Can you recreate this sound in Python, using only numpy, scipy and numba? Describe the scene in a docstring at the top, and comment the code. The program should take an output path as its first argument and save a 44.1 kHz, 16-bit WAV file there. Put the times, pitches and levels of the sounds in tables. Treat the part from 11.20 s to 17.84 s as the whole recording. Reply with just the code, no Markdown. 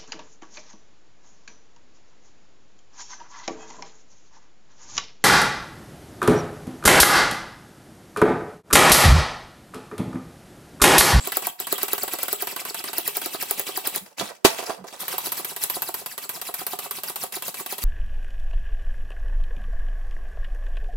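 """Hand pump on a storage bag

A small plastic plunger pump works in quick strokes on a bag lying in an open suitcase, in a small room.
Noise for the air swells with the piston's speed and is coloured by the air column in the barrel.
Each stroke ends in a tick and a hollow knock, and the rod clacks as it turns back: short dying tones and noise.
Midway the pump comes off and drops into the suitcase, the bag rustles, and the pumping starts again."""
import sys
import numpy as np
from scipy import signal
from scipy.fft import rfft, irfft
from scipy.io import wavfile
from scipy.ndimage import uniform_filter1d, map_coordinates
from numba import njit

SR = 44100
rng = np.random.default_rng(int(sys.argv[2]) if len(sys.argv) > 2 else 0)


def materialize(psi):
    """Save the field psi as 16-bit PCM at rate SR to the path in sys.argv[1].

    A 1-D psi becomes a single channel; in a 2-D psi each row is a channel.
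    """
    bounded = np.clip(np.atleast_2d(psi).T, -1, 1)
    quanta = np.round(bounded * 32767).astype(np.int16)
    wavfile.write(sys.argv[1], SR, quanta)


N = 292824
TIME = np.arange(N) / SR
DROP_S = 3.2485  # the pump drops into the suitcase

# Levels in the tables are relative where a function adds its own level.
# the piston meets its stop: t/s, tick level/dB, knock level/dB
STROKE_ENDS = [(0.0731, -25.0, -30.5), (0.1699, -16.0, -26.5), (0.2697, -20.0, -31.0),
               (0.4012, -23.0, -36.5), (0.526, -16.5, -27.5), (0.6315, -17.5, -30.0),
               (0.7322, -17.0, -28.5), (0.8333, -21.0, -31.5), (0.9358, -22.0, -29.0),
               (1.0311, -18.0, -31.5), (1.129, -16.5, -33.0), (1.223, -21.0, -32.5), (1.326, -52.0, -41.0),
               (1.4143, -52.0, -40.5), (1.5064, -48.5, -41.0), (1.601, -50.0, -40.0),
               (1.6917, -49.5, -41.0), (1.7828, -17.5, -30.0), (1.8776, -17.0, -32.5),
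               (1.9694, -19.0, -34.5), (2.06, -25.0, -34.0), (2.1461, -32.0, -32.5), (2.2253, -22.5, -34.5),
               (2.3099, -16.0, -33.5), (2.3957, -21.0, -32.0), (2.4906, -34.0, -35.0),
               (2.5743, -21.0, -30.5), (2.673, -17.0, -36.0), (2.76, -18.0, -37.5), (3.8276, -43.0, -39),
               (3.9376, -40.5, -34), (4.0689, -25.5, -36.5), (4.194, -35.5, -35), (4.317, -45.5, -42),
               (4.438, -17.5, -39.0), (4.5662, -33.5, -33.5), (4.6884, -30.0, -34.0),
               (4.8138, -49.5, -42.5), (4.9348, -56.0, -48), (5.051, -53.5, -46), (5.171, -48.5, -45),
               (5.2877, -38.0, -32.5), (5.4143, -37.5, -36.5), (5.533, -31.5, -32.5),
               (5.6585, -48.0, -37.5), (5.7812, -39.5, -39.5), (5.8984, -30.5, -36.5),
               (6.0368, -24.5, -31.5), (6.1663, -30, -37.5), (6.2809, -25.0, -35.5), (6.406, -32.5, -36.0),
               (6.5247, -27.0, -36.0), (6.6389, -22.0, -48)]
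# the rod turns back: t/s, level/dB
ROD_TURNS = [(0.1201, -26.0), (0.222, -38), (0.4696, -29.0), (0.5807, -28.0), (0.6815, -31.5),
             (0.78, -29.0), (0.8792, -29.0), (0.9867, -31.5), (1.0819, -26.0), (1.2712, -26.5),
             (1.362, -29.0), (1.4515, -30.0), (1.5444, -28.0), (1.64, -31.5), (1.7311, -30.0),
             (2.0163, -31.0), (3.881, -24), (3.9811, -21.5), (4.1196, -21.0), (4.247, -24.0),
             (4.3634, -28.0), (4.4991, -19.5), (4.6204, -20.0), (4.7418, -22.5), (4.8609, -27.0),
             (4.979, -28.5), (5.0923, -23.5), (5.215, -27.0), (5.3404, -23.5), (5.4663, -22.5),
             (5.5892, -26.0), (5.7098, -24.0), (5.8346, -27.5), (5.9585, -25.0), (6.1236, -37),
             (6.2226, -30.5), (6.3425, -34.5), (6.4617, -29.0), (6.5817, -31.0)]
# tones of barrel and suitcase: f/Hz, t60/s before extra damping, level/dB at a stroke's end, at a turn, at a blow
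BODY_TONES = [(108, 0.06, -20, -22, -34), (156, 0.05, -21, -16, -28), (254, 0.047, -15.5, -16, -14),
              (323, 0.043, -8.5, -13.5, -5.5), (385, 0.048, 0.5, -4.5, -0.5), (448, 0.046, -5, -11, -6.5),
              (543.5, 0.085, -10, -15.5, -13), (673.2, 0.066, -3, -6, 0.5), (748.4, 0.077, -3, -3.5, -4.5),
              (909, 0.051, -14, -8, -5.5), (1003, 0.089, -12, -7.5, -7), (1173.6, 0.068, -5, -5, -6.5),
              (1330, 0.054, -11, -13.5, -12), (1613, 0.053, -8, -11, -16), (1941, 0.074, -16.5, -13, -27),
              (2900, 0.053, -19, -10, -14)]
# tones of hard plastic contact: f/Hz, t60/s before extra damping, level/dB at a stroke's end, at a turn
TICK_TONES = [(4140, 0.0032, -25, -11), (7150, 0.0054, -19, -20), (10530, 0.0036, -10, -9),
              (13130, 0.002, -9, 3.5), (14460, 0.0025, 0.5, 2.5)]
# quarter-wave resonances of the air column with the piston fully in: f/Hz, width/Hz, level/dB
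AIR_COLUMN = [(1330, 350, 2), (3850, 310, 3.5), (6700, 450, 0), (9600, 500, 0), (12200, 650, -2)]
# spectrum of chattering loose plastic: f/Hz, level/dB
CHATTER_SPECTRUM = [(100, -40), (1000, 10), (2000, 7), (4000, 9), (6000, 3), (9000, 10.5), (10200, 5.5),
                    (11700, 14), (14000, -4), (15300, 3.5), (16500, -27)]
# spectrum of the plastic bag: f/Hz, level/dB
BAG_SPECTRUM = [(35, -70), (60, -46), (198, -19), (323, -11), (371, -10), (566, -5), (1140, -8), (1250, -7),
                (1860, -10.5), (2520, -8.5), (6900, -11), (16000, -19)]


def air():
    """Air and the rubbing seal hiss in uneven puffs that follow the piston's speed."""
    # spectrum of the air rush: f/Hz, level/dB
    rush_spectrum = [(40, -42), (100, -4), (190, 2), (400, 2.5), (600, 2), (1000, 7), (1600, -3),
                     (2900, 4.5), (6000, 0.5), (9000, 0), (12500, 0.5), (15300, 1), (16500, -36)]
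    # once reseated, the pump hisses more thinly: f/Hz, gain/dB
    reseated_spectrum = [(170, 4), (300, -3.5), (600, -2), (1100, 0), (1900, -3), (3200, -1), (4600, -2.5),
                         (13000, 3)]
    # air squeezes past the seal on a pull: t/s, level/dB
    seal_puffs = [(.295, -42), (.452, -43), (.566, -37)]
    rush_db, column_db, rest_db = -1.3, -5, -32
    angle = stroke_angle()
    length = column_length(angle)
    flow = patchy(colour(noise(spread=.5), rush_spectrum), rough_db=4, rate=90, patch_hz=800)
    singing = undb(column_db) * column(angle, length)
    stick_slip = grain(rough_db=1.8, rate=170) * grain(rough_db=2.7, rate=800)
    barrel = undb(rush_db) * hollow(flow, length) * stick_slip + singing
    barrel = np.where(TIME < DROP_S, barrel, colour(barrel, reseated_spectrum))
    puffs = band(3180, width_hz=550, spread=.5) * swells(*np.transpose(seal_puffs), width=.006)
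    hiss = barrel * piston_speed() + seep(angle)
    return hiss * undb(rest_db * (1 - working())) + puffs


def piston_speed():
    """Air flow: a push with slow creep around it, a faster rebound off a hard stop, a stall, then a jerk."""
    # how hard the hand pumps: t/s, air rush level/dB
    effort = [(0.07, -37.9), (0.75, -39.0), (1.3, -38.7), (1.7, -38.3), (1.9, -36.2), (2.3, -36.6),
              (2.76, -35.9), (3.83, -37.2), (4.1, -35), (4.31, -39), (4.44, -35.5), (4.6, -38.2),
              (4.93, -43.9), (5.25, -39.4), (5.7, -40.7), (5.95, -37.2), (6.6, -38.6)]
    end, tick, _ = np.transpose(STROKE_ENDS)
    turn = np.transpose(ROD_TURNS)[0]
    db = np.interp(end, *np.transpose(effort))
    softness = -17 - tick  # dB below a hard tick
    # the rush peaks just before the stop; the softer the stop, the earlier the piston has slowed
    lead_s, lead_s_per_db = .005, .0003
    fastest = end - lead_s - lead_s_per_db * softness
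    push = swells(fastest, db + 3.2, width=.0135)
    creep = swells(fastest, db - 7, width=.029)
    rebound = np.where(end < DROP_S, -.5, -8) - .22 * softness
    pull = swells(end + .021, db + rebound, width=.016)
    turn_db = np.interp(turn, *np.transpose(effort))
    jerk = swells(turn + .015, turn_db - 5.5, width=.008)
    halfway = (end[1:] + end[:-1]) / 2
    # turns without a clack: no listed turn within 0.03 s of halfway
    silent = halfway[np.abs(halfway[:, None] - turn).min(1) > .03]
    stalled = swells(turn - .014, np.zeros(len(turn)), width=.005)
    stalled += swells(silent, np.zeros(len(silent)), width=.009)
    stall_db = -3.5
    return np.sqrt(push ** 2 + creep ** 2 + pull ** 2 + jerk ** 2) * undb(stall_db * stalled)


def working():
    """1 while the hand pumps, 0 while it rests and hardly any air moves, with short fades between."""
    # the hand rests: from t/s, to t/s
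    pauses = [(.312, .388), (2.795, 3.79), (6.087, 6.112)]
    fade_s = .024
    moving = 1. - sum((TIME > start) & (TIME < stop) for start, stop in pauses)
    return np.clip(uniform_filter1d(moving, int(fade_s * SR)), 0, 1)


def stroke_angle():
    """The pump's cycle as an angle: one full turn per stroke, a whole turn at each stop."""
    end = np.transpose(STROKE_ENDS)[0]
    return 2 * np.pi * np.interp(TIME, end, np.arange(len(end)))


def column_length(angle):
    """Air column, near 1 at the stop: it grows fast in mid-push and levels off as the piston lands."""
    travel, landing, reseated_landing = .55, .44, .54
    uneven = grain(rough_db=1.3, rate=9)  # no two pushes land alike
    away = np.sin(angle / 2) / (uneven * np.where(TIME < DROP_S, landing, reseated_landing))
    return (1 - travel * (1 - np.exp(-away ** 2))) * grain(rough_db=.35, rate=130)


def column(angle, length):
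    """The air column lengthens in each push, so its breathy resonances glide down into the stop."""
    # what the pump's outlet lets through: f/Hz, gain/dB
    outlet_gain = [(1400, -4), (1850, -3), (2450, 1), (3200, -5), (4000, 0), (5400, 1), (6500, -7),
                   (8500, -6), (10500, 0), (15000, -2)]
    pull_share, whistle_db = .25, -9
    pushing = pull_share + (1 - pull_share) * np.clip(.5 - 3 * np.sin(angle), 0, 1)
    out = 0
    for hz, width_hz, tone_db in AIR_COLUMN:
        centre = np.minimum(hz / length, .44 * SR)  # stay below half the sample rate
        breathy = unit(np.array([resonate(side, centre, float(width_hz)) for side in noise(spread=.5)]))
        # the whistle's pitch jumps every 32 samples
        waver = width_hz * np.repeat(rng.standard_normal(N // 32 + 1), 32)[:N] / 2
        whistle = np.sqrt(2) * np.sin(2 * np.pi * np.cumsum(centre + waver) / SR)
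        tone = breathy + undb(whistle_db) * whistle
        out = out + undb(tone_db) * tone * grain(rough_db=4, rate=130)
    return unit(colour(out * pushing, outlet_gain))


def hollow(x, length):
    """The piston reflects the rush, which carves moving valleys between the column's resonances."""
    depth = .35
    late = (TIME - length / (2 * AIR_COLUMN[0][0])) * SR  # sample position of the echo
    echo = np.array([map_coordinates(side, [late], order=1) for side in high_pass(x, hz=900)])
    return unit(x - depth * echo)


def seep(angle):
    """Air seeping through the bag's valve hisses and whistles thinly, flaring with suction in each push."""
    # level of the hiss: t/s, level/dB
    hiss_level = [(0, -40), (.3, -46), (.5, -44), (1.35, -47), (1.8, -50), (2.3, -46), (2.76, -44),
                  (4.0, -42), (4.6, -45), (6.64, -44.5)]
    # spectrum of the hiss: f/Hz, level/dB
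    hiss_spectrum = [(40, -44), (150, 3), (400, -5), (1000, -2), (1500, -6), (3000, -6), (6500, -9),
                     (8300, -12), (12000, -12), (16000, -30)]
    # level of the thin whistle: t/s, level/dB
    whistle_level = [(0, -38), (.3, -44), (.5, -44), (.8, -42), (1.35, -44), (1.8, -48), (2.3, -46),
                     (2.76, -48), (3.8, -48), (4.6, -48), (5.3, -51), (6.6, -52)]
    hiss_db, whistle_db = -6, -3
    suction, reseated_suction, lead_rad, flare = .35, .25, .6, .45
    hiss = unit(colour(noise(spread=.7), hiss_spectrum)) * grain(rough_db=4, rate=90)
    pulse = 1 + np.where(TIME < DROP_S, suction, reseated_suction) * np.cos(angle + lead_rad)
    flutter = grain(rough_db=5, rate=70)
    whistle = band(7720, width_hz=750, spread=.6) * flutter * (1 + flare * np.cos(angle))
    hiss_gain = undb(np.interp(TIME, *np.transpose(hiss_level)) + hiss_db)
    whistle_gain = undb(np.interp(TIME, *np.transpose(whistle_level)) + whistle_db)
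    return hiss * pulse * hiss_gain + whistle * whistle_gain


def stops():
    """The piston meets its stop: a hard tick, a chatter of loose plastic, a hollow thump, a knock and a thud."""
    # hollow thump of the barrel: f/Hz, t60/s, level/dB at first, level/dB once reseated
    thump_tones = [(385, .04, -1.5, -5), (560, .02, -4, -4), (730, .034, -2, 0), (1000, .022, -8, -4),
                   (1250, .022, -3, -6)]
    s, tick, knock = np.transpose(STROKE_ENDS)
    # after the drop the pump sits more lightly: a flatter tick, a softer knock with less bass
    first, later = s < DROP_S, s >= DROP_S
    flatten = .63
    hz, t60, tones, _ = np.transpose(TICK_TONES)
    snap = strike(s[first], tick[first] + 14.5, hz, t60, tones,
                  scatter_db=1, detune=.018, push=.00006)
    snap += strike(s[later], tick[later] + 15, hz, t60 / 2, flatten * tones,
                   scatter_db=4, detune=.033, push=.00006)
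    hz, t60, deep, light, _ = np.transpose(BODY_TONES)
    # weaker by 9 dB per octave above 850 Hz and 3 dB per octave below 300 Hz
    soft = light - 9 * np.log2(np.maximum(hz / 850, 1)) - 3 * np.log2(np.maximum(300 / hz, 1))
    grip = dict(scatter_db=1.5, detune=.035)
    body = strike(s[first], knock[first] + 5.5, hz, .8 * t60, deep, loose_phase=1, push=.0015, **grip)
    body += strike(s[later], knock[later] + 5, hz, .65 * t60, soft, loose_phase=1, push=.0032, **grip)
    # the knock takes a moment to spread through the suitcase
    thump_lag_s, thud_lag_s = .001, .002
    hz, t60, deep, light = np.transpose(thump_tones)
    body += strike(s[first] + thump_lag_s, knock[first] + 7.5, hz, t60, deep, push=.002, **grip)
    body += strike(s[later] + thump_lag_s, knock[later] + 8, hz, t60, light, push=.004, **grip)
    loose = fades(s, tick + np.where(first, -11, -6), decay=.0085)
    chatter = unit(colour(noise(spread=1.0), CHATTER_SPECTRUM)) * loose
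    thud_level = fades(s + thud_lag_s, knock + np.where(first, -4.5, -6), decay=.012)
    thud = band(840, width_hz=750, spread=.35) * thud_level
    return snap + body + thud + chatter


def turns():
    """The rod knocks in its guide as the hand reverses: a clack, lower once reseated; hard turns ring high."""
    s, db = np.transpose(ROD_TURNS)
    first = s < DROP_S
    hz, t60, _, tones = np.transpose(TICK_TONES)
    snap = strike(s, db + 11.5, hz, t60, tones, scatter_db=2.5, detune=.0088, push=.0001)
    hz, t60, _, tones, _ = np.transpose(BODY_TONES)
    # knock and chatter vary less than the tick from turn to turn, the ring varies more
    knock_db = .4 * db + np.where(first, -15.5, -20)
    body = strike(s, knock_db, hz, .85 * t60, tones, scatter_db=3, detune=.035, push=.0018)
    chatter_db = .3 * db + np.where(first, -19, -19.5)
    chatter = unit(colour(noise(spread=.77), CHATTER_SPECTRUM)) * fades(s, chatter_db, decay=.009)
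    lag_s = .002
    clack = band(1500, width_hz=800, spread=.5) * fades(s[first] + lag_s, db[first] - 6, decay=.009)
    clack += band(950, width_hz=800, spread=.5) * fades(s[~first] + lag_s, db[~first] - 14, decay=.011)
    rod_hz, rod_width_hz = 13060.0, 1200.0
    rod = np.array([resonate(side, np.full(N, rod_hz), rod_width_hz) for side in noise(spread=.62)])
    ring = unit(rod) * fades(s, 1.6 * db + 9, decay=.011)
    return snap + body + chatter + clack + ring


def handling():
    """The pump pops off; it and the hands hit the suitcase, the bag crinkles, the clothes thud and scuff."""
    # blows on the suitcase: t/s, knock level/dB, crack level/dB
    suitcase_blows = [(3.007, -19.5, -28), (3.2447, -19, -18), (3.2485, -7.5, -9), (3.389, -27, -33),
                      (3.399, -28, -36), (3.426, -29, -39), (3.4954, -19, -34), (3.641, -32, -47),
                      (3.727, -35, -47)]
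    # spectrum of a blow's crack: f/Hz, level/dB
    crack_spectrum = [(25, -22), (70, -9), (150, 1), (400, 4), (600, 14), (1100, 10), (2000, 10.5),
                      (4500, 8), (8000, 5.5), (15500, 1.5), (16500, -29)]
    # the bag's rustle as the pump comes off and the hands press on it: t/s, level/dB
    rustle_level = [(2.84, -60), (2.87, -47), (2.895, -62), (2.92, -58), (2.963, -74), (2.977, -40),
                    (2.998, -26), (3.025, -39), (3.06, -36), (3.11, -44), (3.14, -58), (3.16, -51),
                    (3.2, -74), (3.24, -70), (3.27, -34), (3.36, -41), (3.392, -31), (3.415, -43),
                    (3.435, -36), (3.455, -41), (3.477, -33), (3.51, -39), (3.55, -49), (3.63, -70),
                    (3.68, -43), (3.71, -47), (3.745, -40), (3.785, -50), (3.82, -42), (3.87, -42),
                    (3.93, -38), (4.0, -42), (4.06, -41), (4.13, -46), (4.2, -45), (4.3, -56)]
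    # soft bumps on the packed clothes: t/s, level/dB
    clothes_bumps = [(2.83, -47), (3.028, -37), (3.276, -44), (3.602, -47), (3.626, -44)]
    # hands and pump scuff over the packed clothes: t/s, level/dB
    clothes_scuffs = [(2.872, -54), (2.92, -56), (3.026, -38), (3.112, -38), (3.282, -38), (3.437, -41),
                      (3.478, -41), (3.501, -30), (3.52, -42), (3.538, -46), (3.59, -47), (3.612, -51),
                      (3.66, -48), (3.745, -48)]
    s, knock, crack = np.transpose(suitcase_blows)
    hz, t60, _, _, tones = np.transpose(BODY_TONES)
    body = strike(s, knock, hz, t60, tones, scatter_db=1.0, detune=.018, push=.002, loose_phase=.1)
    slap = unit(colour(noise(spread=.72), crack_spectrum)) * fades(s, crack, decay=.0125)
    crinkle = patchy(colour(noise(spread=.6), BAG_SPECTRUM), rough_db=5.5, rate=140, patch_hz=900)
    creases = grain(rough_db=2.5, rate=200) * grain(rough_db=3, rate=1200)
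    # silent outside the table's times
    rustle = undb(np.interp(TIME, *np.transpose(rustle_level), left=-np.inf, right=-np.inf))
    crinkle_db = -1.5
    bag = undb(crinkle_db) * crinkle * creases * rustle + crackle(rustle)
    bump_hz = 197.7 * grain(rough_db=2, rate=300)  # unsteady pitch
    bump = np.sqrt(2) * np.sin(2 * np.pi * np.cumsum(bump_hz) / SR)
    thud = bump * swells(*np.transpose(clothes_bumps), width=.008)
    scuff = band(620, width_hz=650, spread=.4) * swells(*np.transpose(clothes_scuffs), width=.007)
    pop_s, pop_db = 2.9965, -24  # the pump pops off the valve
    pop = band(3400, width_hz=2200, spread=.6) * fades([pop_s], [pop_db], decay=.008)
    return high_pass(body + slap + bag + thud + scuff + pop, hz=70)


def crackle(rustle):
    """Creases of the bag snap: a few loud ones, and many tiny ones that follow the rustle's level."""
    # single creases snap: t/s, level/dB
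    crease_snaps = [(2.853, -42), (2.866, -39), (2.914, -43), (2.9993, -14), (3.058, -27), (3.156, -40),
                    (3.403, -25), (3.4735, -23), (3.545, -35), (3.686, -34), (3.7275, -27), (3.881, -21),
                    (3.943, -23), (4.0692, -16)]
    tiny_db, snap_db = -7, -9
    when, size = rng.random((1000, 2)).T
    tiny = unit(fades(when * TIME[-1], 14 * size, decay=.0005))  # sizes spread over 14 dB
    snaps = undb(snap_db) * fades(*np.transpose(crease_snaps), decay=.0011)
    return unit(colour(noise(spread=.7), BAG_SPECTRUM)) * (undb(tiny_db) * tiny * rustle + snaps)


def shell():
    """The suitcase wall flexes as the pump drops, right beside the microphone, so this thump has no echo."""
    # tones of the flexing wall: f/Hz, t60/s, level/dB
    wall_tones = [(60, 0.041, -28), (95, .04, -20), (160, .05, -21), (255, .045, -13), (320, .04, -2),
                  (382, 0.046, 1.5), (1060, .03, -7)]
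    return strike([DROP_S], [-2], *np.transpose(wall_tones),
                  scatter_db=.5, detune=.005, push=.0014, loose_phase=.03)


def glance(x):
    """Treble glances off the suitcase's sides and arrives with other delays at each microphone port."""
    # reflections: left delay t/s, right delay t/s, level/dB
    side_echoes = [(.00021, 0.000095, -16.5), (.0013, 0.0016, -13), (.0031, 0.0027, -6.5),
                   (.0046, 0.0048, -8.5)]
    treble, out = high_pass(x, hz=1800), x
    for *delays, db in side_echoes:
        echo = [np.pad(side, (int(d * SR), 0))[:N] for side, d in zip(treble, delays)]
        out = out + undb(db) * np.array(echo)
    return out


def room(x):
    """Diffuse echoes of a furnished room, different at each port; the treble dies first."""
    wet_db, gap_s = -10, .0064
    low_t60, high_t60, split_hz = .32, .28, 3000  # seconds to fall by 60 dB, below and above the split
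    t = TIME[:SR // 2]
    echoes = high_pass(rng.standard_normal((2, len(t))), hz=126)
    low = signal.sosfilt(signal.butter(2, split_hz, fs=SR, output="sos"), echoes)
    low_tail = low * np.exp(-np.log(1000) * t / low_t60)
    high_tail = (echoes - low) * np.exp(-np.log(1000) * t / high_t60)
    tail = (low_tail + high_tail) * (t > gap_s)
    tail /= np.sqrt((tail ** 2).sum(1, keepdims=True))
    wet = np.array([signal.fftconvolve(side, echo)[:N] for side, echo in zip(x, tail)])
    return x + undb(wet_db) * wet


def strike(times, db, hz, t60, mode_db, scatter_db, detune, push, loose_phase=1 / (2 * np.pi)):
    """Blows ring a set of dying tones, each blow a little differently; contact builds up over push seconds."""
    out, t = np.zeros(N), TIME[:SR // 6]
    chance = rng.standard_normal((len(times), 3, len(hz)))
    for start, peak_db, (size, shift, place) in zip(times, db, chance):
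        # loose_phase: scatter of the starting phases, in turns
        phase = 2 * np.pi * (hz * (1 + detune * shift))[:, None] * t
        phase += 2 * np.pi * place[:, None] * loose_phase
        level = undb(mode_db + scatter_db * size)[:, None]
        decay = np.exp(-np.log(1000) * t / t60[:, None])
        ring = (level * np.sin(phase) * decay).sum(0)
        ring *= 1 - np.exp(-t / push)
        add(out, start, undb(peak_db) * ring / np.abs(ring).max())
    return out


def fades(times, db, decay):
    """Levels that jump up and die away, to about a third every decay seconds."""
    out = np.zeros(N)
    for t, d in zip(times, db):
        add(out, t, undb(d) * np.exp(-TIME[:SR // 4] / decay))
    return out


def swells(times, db, width):
    """Bell-shaped rises and falls of level, added as power; width in seconds."""
    power, reach = np.zeros(N), SR // 6
    for t, d in zip(times, db):
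        near = slice(max(int(t * SR) - reach, 0), int(t * SR) + reach)
        power[near] += undb(2 * d) * np.exp(-.5 * ((TIME[near] - t) / width) ** 2)
    return np.sqrt(power)


def grain(rough_db, rate):
    """A gain that wanders at random, heading for a new value rate times a second."""
    knots = rng.standard_normal(N // 4)
    return unit(undb(rough_db * np.interp(TIME * rate, np.arange(len(knots)), knots)))


def patchy(x, rough_db, rate, patch_hz):
    """Each stretch of the spectrum, patch_hz wide, flares and fades on its own, rate times a second."""
    f, t, spectrum = signal.stft(x, SR, nperseg=256)
    chance = rng.standard_normal((128, 2048))
    grid = np.meshgrid(f / patch_hz, t * rate, indexing="ij")
    db = rough_db * map_coordinates(chance, grid, order=1, mode="mirror")
    return unit(signal.istft(spectrum * undb(db), SR)[1][..., :N])


def noise(spread):
    """Stereo white noise; spread is how strong the left-right difference is beside the common part."""
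    mid, side = rng.standard_normal((2, N))
    return unit(mid + spread * side * np.array([[1], [-1]]))


def band(hz, width_hz, spread):
    """Stereo noise through the same resonance twice, for steep slopes."""
    centre, width = np.full(N, float(hz)), float(width_hz)
    return unit(np.array([resonate(resonate(side, centre, width), centre, width) for side in noise(spread)]))


@njit
def resonate(x, hz, width):
    """A resonance with a moving centre: a band-pass filter that keeps two running states."""
    y, band_state, low_state = np.empty(len(x)), 0., 0.
    for i in range(len(x)):
        g, damping = np.tan(np.pi * hz[i] / SR), width / hz[i]
        v = (band_state + g * (x[i] - low_state)) / (1 + g * (g + damping))
        band_state = 2 * v - band_state
        low_state += 2 * g * v
        y[i] = damping * v
    return y


def colour(x, points):
    """Filter by a smooth curve of f/Hz, gain/dB points."""
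    hz, db = np.transpose(points)
    f = np.fft.rfftfreq(N, 1 / SR)
    return irfft(rfft(x) * undb(np.interp(np.log(f + 1), np.log(hz), db)), N)


def high_pass(x, hz):
    """Weaken what lies below hz."""
    return signal.sosfilt(signal.butter(2, hz, "high", fs=SR, output="sos"), x)


def add(track, start, sound):
    """Mix a sound in at a time in seconds."""
    i = int(np.clip(start * SR, 0, N - 1))
    track[i:i + len(sound)] += sound[:N - i]


def unit(x):
    """Scale to an average (rms) strength of 1."""
    return x / np.sqrt(np.mean(x ** 2))


def undb(db):
    """Decibels to gain."""
    return 10 ** (np.asarray(db) / 20)


def scene():
    """Pump and bag in the room; the small pump gives little deep bass, and the right port gets more bass."""
    # balance of the two microphone ports: f/Hz, left minus right level/dB
    port_balance = [(60, -4), (200, -4.5), (380, -10), (700, -7), (1300, -6), (2400, -0.5), (4400, 0.1),
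                    (15000, 1)]
    pump = high_pass(air() + stops() + turns(), hz=104)
    left, right = room(glance(pump + handling())) + shell()
    left = colour(left, [(hz, db / 2) for hz, db in port_balance])
    right = colour(right, [(hz, -db / 2) for hz, db in port_balance])
    return np.array([left, right])


def record(dry):
    """The microphone clips the hardest peaks and cuts steeply above 16 kHz."""
    return signal.sosfilt(signal.ellip(8, .2, 70, 16000, fs=SR, output="sos"), np.clip(dry, -1, 1))


dry = scene()
out = record(dry)
materialize(out)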